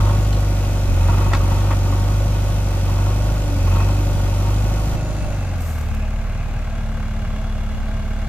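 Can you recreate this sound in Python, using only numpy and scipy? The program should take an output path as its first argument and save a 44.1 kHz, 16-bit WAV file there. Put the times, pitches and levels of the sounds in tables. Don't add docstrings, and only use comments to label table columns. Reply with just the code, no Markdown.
import sys
import numpy as np
from scipy import signal
from scipy.fft import rfft, irfft
from scipy.io import wavfile

SR = 44100
rng = np.random.default_rng(int(sys.argv[2]) if len(sys.argv) > 2 else 0)


def file_out(sig):
    cols = np.atleast_2d(sig).T
    lim = np.clip(cols, -1, 1)
    pcm = np.round(lim * 32767).astype(np.int16)
    wavfile.write(sys.argv[1], SR, pcm)


N = 365148
TIME = np.arange(N) / SR
FREQ = np.maximum(np.arange(N // 2 + 1) * SR / N, 1)
HISS_FALL = (5.18, 1)

CYLINDERS_DB = [-3, -3.5, -3.5, -4]
# frequency in Hz, width in Hz, relative level in dB.
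LARGE_PANEL = [(350, 82, -2.5), (717, 21, -2.5), (832, 24, -4), (918.3, 34.6, 6)]
SMALL_PANEL = [(1103, 25.5, 5.5), (1212, 127, -1.5), (1340, 42, -2.5), (1894, 90, -11), (2930, 910, -23)]


def governor():
    # time in seconds, unloaded firing rate in Hz.
    throttle = [(0, 51.35), (4.5, 51.16), (4.97, 51.97), (5.3, 50.36), (5.42, 47.58), (5.7, 39.7),
                (5.95, 36.05), (6.42, 37.51), (7.05, 36.17), (8.28, 36.04)]
    # time of deepest sag in seconds, sag in Hz, build-up and recovery
    # in seconds, extra fuel from 0 to 1.
    loads = [(-.03, 2.83, 0.26, .12, 0.6), (.69, 2.33, 0.37, 0.082, 0.24), (.98, 6.64, .18, .24, 0.57),
             (1.41, 4.8, .12, .24, 0.56), (1.839, 3.7, 0.13, 0.26, 0.13), (2.39, 1.57, .24, 0.098, 0),
             (2.77, 4.2, .21, .32, 0.1), (3.65, 6.1, .17, .19, 0.46), (4.23, 3.4, 0.29, 0.28, 0.1)]
    lag_s, effort_per_hz_per_s = .13, .0051
    free_hz, = curves(throttle)
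    sag = sum(depth * swell(s, build, recovery) for s, depth, build, recovery, _ in loads)
    fuel = sum(extra * swell(s + lag_s, build, recovery) for s, _, build, recovery, extra in loads)
    return free_hz - sag, fuel - effort_per_hz_per_s * np.gradient(sag, TIME)


def exhaust(firings, idle):
    # time in seconds, relative level in dB.
    firing_levels = [(0, -14), (.13, -18), (.33, -17), (.7, -20), (.92, -20), (1.02, -15.5), (1.2, -17.5),
                     (1.87, -19.5), (2.2, -18), (2.55, -20), (2.78, -20.5), (3.3, -18), (3.55, -21.5),
                     (3.68, -17), (4.32, -20), (4.6, -18), (4.9, -19.7), (4.97, -25), (5.25, -23),
                     (5.33, -25), (5.62, -27), (5.85, -29), (5.98, -21), (6.5, -23.5), (8.28, -22.5)]
    octave_levels = [(0, -14.8), (.1, -15.3), (.3, -19), (.8, -20.3), (1.05, -14.9), (1.35, -17.4),
                     (1.5, -17.3), (2.2, -18.3), (2.35, -19.8), (2.7, -20.8), (3.05, -17.3), (3.42, -23.6),
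                     (3.72, -14.8), (4.1, -20.2), (4.5, -18.3), (5, -26), (5.28, -27), (5.38, -23),
                     (5.88, -23), (6.3, -29.7), (8.28, -28)]
    # multiple of the firing rate, level in dB.
    work_orders = [(.5, -45), (1.5, -38), (2.5, -39.5), (3, -36.5), (3.5, -46), (4, -46)]
    idle_orders = [(1.5, -52), (2.5, -38), (3, -34), (3.5, -48), (4, -42), (4.5, -50), (5, -53)]
    skew_rad = 3.1 * (1 - idle) + 1.75 * idle
    tone = lambda order: np.cos(2 * np.pi * order * firings + skew_rad * order * (order - 3) / 2)
    overtones = lambda orders: sum(undb(db) * tone(order) for order, db in orders)
    boom = undb(curves(firing_levels)[0]) * tone(1) + undb(curves(octave_levels)[0]) * tone(2)
    upper = overtones(work_orders) * (1 - idle) + overtones(idle_orders) * idle
    return np.sqrt(2) * (boom * undb(-.27) + upper * undb(2 * walk(10.5)))


def working(firings, gas_db, knock_db, rattle_db):
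    # frequency in Hz, relative level in dB.
    gas_spectrum = [(40, -34.5), (90, 0), (140, 6.5), (190, 3), (245, -2.5), (320, -.5), (380, -2),
                    (435, -18), (600, -21), (1500, -30.5), (8000, -76)]
    # frequency in Hz, width in Hz, relative level in dB.
    block_modes = [(486, 62, -2.5), (555.7, 44, 3.5), (570, 190, -7), (768, 190, -3.5), (1453, 96, -8.5),
                   (2080, 460, -19.5), (3160, 710, -27.5)]
    # peak in seconds, level in dB, half length in seconds.
    buzzes = [(0.059, -35.5, 0.074), (1.197, -38, 0.2), (1.6, -38.5, .14), (2.02, -39.5, 0.21),
              (2.997, -44, 0.24), (3.79, -35.5, 0.063), (4.45, -44, 0.19)]
    gas = colour(clatter(firings, 2, .0002, .5) * gate(firings, .15, .45, .6), gas_spectrum)
    block = ring(clatter(firings, 3.2, .00005, .37) * gate(firings, .7, .31, .43), block_modes)
    shake = clatter(firings, 2.7, .00003, .39) * gate(firings, .7, .45, .5)
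    buzz = sum(undb(db) * swell(s, half, half) for s, db, half in buzzes)
    rattle_gain = np.hypot(undb(rattle_db), buzz) * undb(1.3 * walk(10.5))
    panels = ring(shake, LARGE_PANEL + SMALL_PANEL) * rattle_gain
    return gas * undb(gas_db + 7.5) + block * undb(knock_db + 2.5) + panels


def idling(firings, gas_db, knock_db):
    # frequency in Hz, relative level in dB.
    gas_spectrum = [(40, -28), (90, 6), (150, 10), (200, 3), (260, 3), (330, -7), (400, -5.5), (480, -12),
                    (650, 2.5), (1500, -38), (8000, -87)]
    # frequency in Hz, width in Hz, relative level in dB.
    block_modes = [(520, 69, -1), (640, 36, 2), (822, 102, 0), (1146, 250, -2.5), (1375, 140, -5.5),
                   (1595, 150, -1.5), (2160, 300, -6.5), (2810, 140, -10), (3280, 760, -20)]
    # time in seconds, level in dB against a firing, rise and decay in seconds.
    knocks = [(5.828, -2, .001, .005), (7.027, -8, .001, .005), (7.251, -4, .001, .005),
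              (7.363, -3, .001, .005), (8.115, -2, .001, .005), (8.225, -3, .001, .005)]
    gas = colour(clatter(firings, 2, .0003, .7) * gate(firings, .1, .45, 1.1), gas_spectrum)
    blows = gate(firings, .5, .27, .45) * undb(.5 * walk(25)) + bursts(knocks)
    block = ring(clatter(firings, 1.1, .00006, .9) * blows, block_modes)
    gears = np.sin(2 * np.pi * 18 * firings) * undb(-52 + 1.8 * walk(2.6))
    return gas * undb(gas_db + 12) + block * undb(knock_db + .6) + gears


def panel_bangs():
    # time in seconds, level of the large panel in dB, level of the small panel in dB.
    jerks = [(.004, -38, -31), (.068, -37, -34), (.098, -30, -31.5), (.972, -36, -39), (1.089, -27.5, -30),
             (1.134, -36, -31.5), (1.18, -34, -33), (1.215, -37, -34), (1.263, -35, -34), (1.334, -34, -31),
             (1.409, -41, -34), (1.482, -34, -39), (1.513, -29, -35), (1.643, -30.5, -43),
             (1.674, -34.5, -45), (1.708, -31, -32), (1.93, -45, -35), (2.08, -35, -45), (2.732, -38, -40),
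             (2.896, -33, -45), (2.988, -33, -43), (3.065, -35, -40), (3.674, -42, -35), (3.719, -32, -38),
             (3.762, -43, -31.5), (3.805, -30.5, -32), (3.891, -38, -35), (4.459, -33, -41)]
    large = place(bang(LARGE_PANEL, s, db) for s, db, _ in jerks)
    small = place(bang(SMALL_PANEL, s, db) for s, _, db in jerks)
    return large + small


def arm():
    # frequency in Hz, width in Hz, relative level in dB.
    arm_modes = [(315, 130, 0), (705, 70, 2), (930, 160, 0), (1135, 60, 4), (1360, 160, 2), (1630, 80, -1),
                 (1880, 200, -2), (2200, 400, -6), (2590, 70, -6), (3100, 600, -11), (3580, 60, -9),
                 (4100, 400, -11), (4680, 130, -8), (5540, 300, -14), (6800, 700, -15)]
    pin_modes = [(1857, 50, -4), (3079, 70, -4), (3500, 200, -10), (4050, 45, 1), (4210, 45, 0),
                 (5733, 60, -7), (7700, 200, -16)]
    # time in seconds, level in dB, chatter time in seconds, treble cutoff in Hz.
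    clanks = [(.376, -32.5, .002, 800), (.432, -35, .003, 900), (1.318, -29, .007, 1900),
              (1.336, -23, .003, 7000), (1.35, -26.5, .005, 7000), (1.368, -33.5, .006, 7000),
              (1.616, -37, .005, 3500), (1.715, -28.5, .006, 2400), (1.73, -33, .005, 2600)]
    # time in seconds, level in dB.
    ticks = [(.329, -39.5), (.343, -45), (.37, -46)]
    joints = place(bang(arm_modes, *clank) for clank in clanks)
    return joints + place(bang(pin_modes, s, db, contact_s=.003) for s, db in ticks)


def pump(firings, hz, idle, front, order=6):
    # peak in seconds, whine in dB, octave in dB, half length in seconds.
    strokes = [(0.194, -50, -55, 0.043), (0.913, -38, -55, 0.034), (1.918, -34.5, -58, 0.039),
               (3.27, -58, -39, .11), (3.527, -34.5, -57, 0.1), (4.029, -38.5, -52, 0.12),
               (5.779, -47, -54, 0.096)]
    line_hz, line_width_hz = 215, 6.6
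    whine = undb(-49) + undb(-37) / (1 + ((order * hz - line_hz) / line_width_hz) ** 4)
    octave = undb(-58) + undb(-42) * front * (1 - ramp(5.27, .25))
    for s, whine_db, octave_db, half in strokes:
        stroke = swell(s, half, half)
        whine += undb(whine_db) * stroke
        octave += undb(octave_db) * stroke
    phase = 2 * np.pi * order * firings + .16 * walk(30)
    whine *= undb(walk(18))
    octave *= undb(3.3 * walk(35))
    return np.sqrt(2) * (whine * np.sin(phase) + octave * np.sin(2 * phase))


def valve(effort, front, slowed):
    # peak in seconds, relative level in dB, half length in seconds.
    spells = [(1.133, -52, 0.2), (3.745, -50, 0.14), (5.3, -65.5, 0.25), (6.003, -52.5, 0.14),
              (6.45, -54, 0.21)]
    side_hz, front_hz, idle_hz = 2550, 2640, 2520
    gain = undb(loudness(effort, slowed, free_db=-52, effort_db=4, idle_db=-59.5))
    gain += sum(undb(db) * swell(s, half, half) for s, db, half in spells)
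    hz = (side_hz * (1 - front) + front_hz * front) * (1 - slowed) + idle_hz * slowed
    return (band(hz, 150) + .57 * band(hz, 550)) * gain * undb(-1 + 1.5 * walk(12))


def hiss(firings, effort, front):
    # frequency in Hz, relative level in dB.
    side_spectrum = [(500, 8.5), (1500, 7), (3000, 6.5), (3900, 4), (4900, 1), (5750, 3), (6300, -0.5),
                     (6950, 0.5), (7900, -1.5), (9400, -1), (10400, -4), (12200, -4), (13600, 0),
                     (15500, -13)]
    front_spectrum = [(500, 13.5), (1500, 11.5), (3000, 3), (4000, 3.5), (5000, 0), (6900, 0.5), (7700, -3),
                      (9500, -7), (12000, -7), (15500, -11.5)]
    # frequency in Hz, width in Hz, relative level in dB.
    tube_modes = [(2850, 70, 9), (3380, 90, 9.5), (4100, 120, -1), (4700, 250, -7), (6300, 120, -10),
                  (7000, 160, -13)]
    slowed = ramp(*HISS_FALL)
    hiss_db = loudness(effort, slowed, free_db=-46, effort_db=2, idle_db=-54.5)
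    hiss_db -= 4 * front * (1 - slowed)
    sing = valve(effort, front, slowed)
    spray = clatter(firings, 6.4, .0002, 3.2) * gate(firings, .4, .27, .94)
    side = colour(spray, side_spectrum) * undb(hiss_db + 5) + sing
    ringing = undb(-10) * ramp(6, 1.29) * ring(noises(), tube_modes)
    ahead = (colour(spray, front_spectrum) + ringing) * undb(hiss_db + 9) + sing
    from_side = ports(side * (1 - front), lag_ms=.084, scatter_hz=1380, scatter=.57, pan_db=-.5)
    return from_side + ports(ahead * front, lag_ms=-.07, scatter_hz=1800, scatter=.77)


def tubes(firings, effort):
    # frequency in Hz, width in Hz, relative level in dB.
    tube_modes = [(4060, 200, -4), (4690, 230, -2.5), (5740, 170, -2), (6280, 330, -1), (6930, 310, 1.5),
                  (7450, 300, -5), (8950, 320, -3.5), (9680, 300, -4)]
    wander, flicker_db = .005, 1.7
    rasp = sum(band(hz * (1 + wander * walk(9)), width) * undb(db + flicker_db * walk(9.2))
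               for hz, width, db in tube_modes)
    shake = unit(gate(firings, .44, .18, 1)) * (1 - ramp(*HISS_FALL)) ** 2
    return ports(rasp * shake * undb(-59 + 1.3 * effort), lag_ms=.059, scatter=.86, pan_db=-1.5)


def air():
    # frequency in Hz, relative level in dB.
    spectrum = [(2000, -17), (4500, 2), (7000, 7.5), (9000, 6), (11000, -1), (13000, 9), (15500, 0)]
    # peak in seconds, level in dB, rise and decay in seconds.
    puffs = [(5.607, -45, 0.0019, 0.0054), (5.62, -42, 0.00088, 0.0032), (5.69, -44.5, 0.085, 0.13),
             (5.787, -44, 0.00096, 0.0026), (5.812, -42, 0.00098, 0.0028), (5.948, -42, 0.00099, .003)]
    return colour(noises(), spectrum) * bursts(puffs)


def wind():
    # frequency in Hz, relative level in dB.
    spectrum = [(10, 1), (22, 3), (50, -3), (90, -9), (160, -19), (400, -45), (3000, -110)]
    # peak in seconds, relative level in dB, rise and decay in seconds.
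    buffets = [(.89, -18.5, .01, .03), (1.3, -27, .04, .05), (4.15, -28, .03, .05), (4.95, -28, .02, .03),
               (5.1, -28, .015, .02), (5.25, -24, .03, .035), (5.89, -30, .03, .08), (7.74, -27, .04, .05)]
    shared, *own = colour(noises(), spectrum)
    return (.4 * shared + 1.05 * np.array(own)) * (bursts(buffets) + undb(-34.5))


def strikes(firings, scatter_db, jitter_s, count=96):
    cycles = firings / len(CYLINDERS_DB)
    angles = (np.arange(count * 2)[:, None] + rng.random(count)).ravel()
    chance = rng.standard_normal((len(angles), 2))
    size = np.tile(rng.choice([-1, 1], count), count * 2) * undb(scatter_db * chance[:, 0])
    at = (np.interp(angles, cycles, TIME, right=-1) + jitter_s * chance[:, 1]) * SR
    inside = (at > 0) & (at < N - 1)
    return unit(np.bincount(at[inside].astype(int), size[inside], N))


def clatter(firings, scatter_db, jitter_s, turbulence):
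    return np.array([strikes(firings, scatter_db, jitter_s) + turbulence * path for path in noises()])


def gate(firings, start, length, floor):
    age = firings - start
    cylinder = np.floor(age).astype(int) % len(CYLINDERS_DB)
    return undb(CYLINDERS_DB)[cylinder] * np.exp(-(age % 1) / length) + floor


def bang(modes, s, db, contact_s=.007, top_hz=15000, size=6000):
    age = TIME[:size]
    ringing = sum(undb(peak_db) * width * np.exp(-np.pi * width * age)
                  * np.sin(2 * np.pi * hz * rng.normal(1, .008) * age) for hz, width, peak_db in modes)
    softness = signal.butter(2, top_hz, fs=SR, output="sos")
    contact = signal.sosfilt(softness, rng.standard_normal((3, size))) * age * np.exp(-age / contact_s)
    sound = signal.fftconvolve(contact, ringing[None], axes=1)[:, :size]
    sound *= undb(db) / np.sqrt(np.sum(sound ** 2, axis=1, keepdims=True) / (.02 * SR))
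    return int(max(s - contact_s, 0) * SR), sound


def place(blows):
    out = np.zeros((3, N))
    for at, sound in blows:
        out[:, at:at + sound.shape[1]] += sound
    return out


def ports(paths, lag_ms, scatter_hz=1500, scatter=.43, pan_db=0):
    treble = 1 / (1 + (scatter_hz / FREQ) ** 2)
    own_share = np.clip(scatter, .05, 1) * treble
    turn = np.pi * FREQ * lag_ms / 1000
    spectra = rfft(paths)
    shared = np.sqrt(1 - own_share) * np.exp(1j * np.outer([1, -1], turn)) * spectra[0]
    own = np.sqrt(own_share) * spectra[1:]
    balance = undb(np.outer([.5, -.5], pan_db * treble))
    mono_gain = np.sqrt((1 - own_share) * np.cos(turn) ** 2 + own_share / 2)
    return irfft((shared + own) * balance / mono_gain, N)


def noises():
    return rng.standard_normal((3, N))


def band(hz, width, size=16384):
    points = rng.standard_normal((3, size, 2)) @ np.array([1, 1j])
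    slow = np.array([np.interp(TIME * width * np.pi / 2, np.arange(size), path) for path in points])
    return unit(np.real(slow * np.exp(2j * np.pi * np.cumsum(hz) / SR)))


def walk(rate_hz):
    return unit(irfft(rfft(rng.standard_normal(N)) / (1 + (FREQ / rate_hz) ** 4), N))


def shape(x, gain):
    cepstrum = irfft(np.log(gain + 1e-6), N)
    cepstrum[1:N // 2] *= 2
    cepstrum[N // 2 + 1:] = 0
    return unit(irfft(rfft(x) * np.exp(rfft(cepstrum)), N))


def colour(x, spectrum):
    hz, db = np.transpose(spectrum)
    return shape(x, undb(np.interp(np.log(FREQ), np.log(hz), db)))


def ring(x, modes):
    power = sum((undb(db) / (1 + ((FREQ ** 2 - hz ** 2) / (FREQ * width)) ** 2 / 2)) ** 2
                for hz, width, db in modes)
    return shape(x, np.sqrt(power))


def loudness(effort, idle, free_db, effort_db, idle_db):
    return (free_db + effort_db * effort) * (1 - idle) + idle_db * idle


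def bursts(table):
    return sum(undb(db) * np.exp(-np.where(TIME < s, ((TIME - s) / rise) ** 2, (TIME - s) / decay))
               for s, db, rise, decay in table)


def swell(s, before, after):
    return np.exp(-((TIME - s) / np.where(TIME < s, before, after)) ** 2)


def ramp(start, length):
    return np.clip((TIME - start) / length, 0, 1)


def curves(table):
    s, *columns = np.transpose(table)
    return [np.interp(TIME, s, column) for column in columns]


def undb(db):
    return 10 ** (np.asarray(db) / 20)


def unit(x):
    return x / np.sqrt(np.mean(x ** 2))


def scene():
    hz, effort = governor()
    firings = np.cumsum(hz) / SR
    front = ramp(4.955, .0075)
    idle = ramp(5.136, .63)
    gas_db = loudness(effort, idle, free_db=-38.5, effort_db=4, idle_db=-48)
    knock_db = loudness(effort, idle, free_db=-37.5, effort_db=1, idle_db=-40.5)
    panel_effort = np.interp(TIME - .03, TIME, effort)
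    rattle_db = loudness(panel_effort, idle, free_db=-40.5, effort_db=3.5, idle_db=-58) - 1.5 * front
    fast = working(firings, gas_db, knock_db, rattle_db) * undb(-1.5 * front)
    engine = fast * np.sqrt(1 - idle) + idling(firings, gas_db, knock_db) * np.sqrt(idle)
    out = ports(engine * (1 - front) + panel_bangs(), lag_ms=.045, scatter_hz=1280, scatter=.9)
    out += ports(engine * front, lag_ms=-.029, scatter=.41, pan_db=3)
    out += exhaust(firings, idle) + pump(firings, hz, idle, front)
    out += hiss(firings, effort, front) + tubes(firings, effort)
    out += ports(arm(), lag_ms=-.033)
    out += ports(air(), lag_ms=0)
    return out + wind()


def record(dry):
    low_hz, top_hz = 8, 15400
    x = signal.sosfilt(signal.butter(1, low_hz, "high", fs=SR, output="sos"), dry * ramp(0, .003))
    return signal.sosfilt(signal.ellip(10, .2, 80, top_hz, fs=SR, output="sos"), x)


dry = scene()
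out = record(dry)
file_out(out)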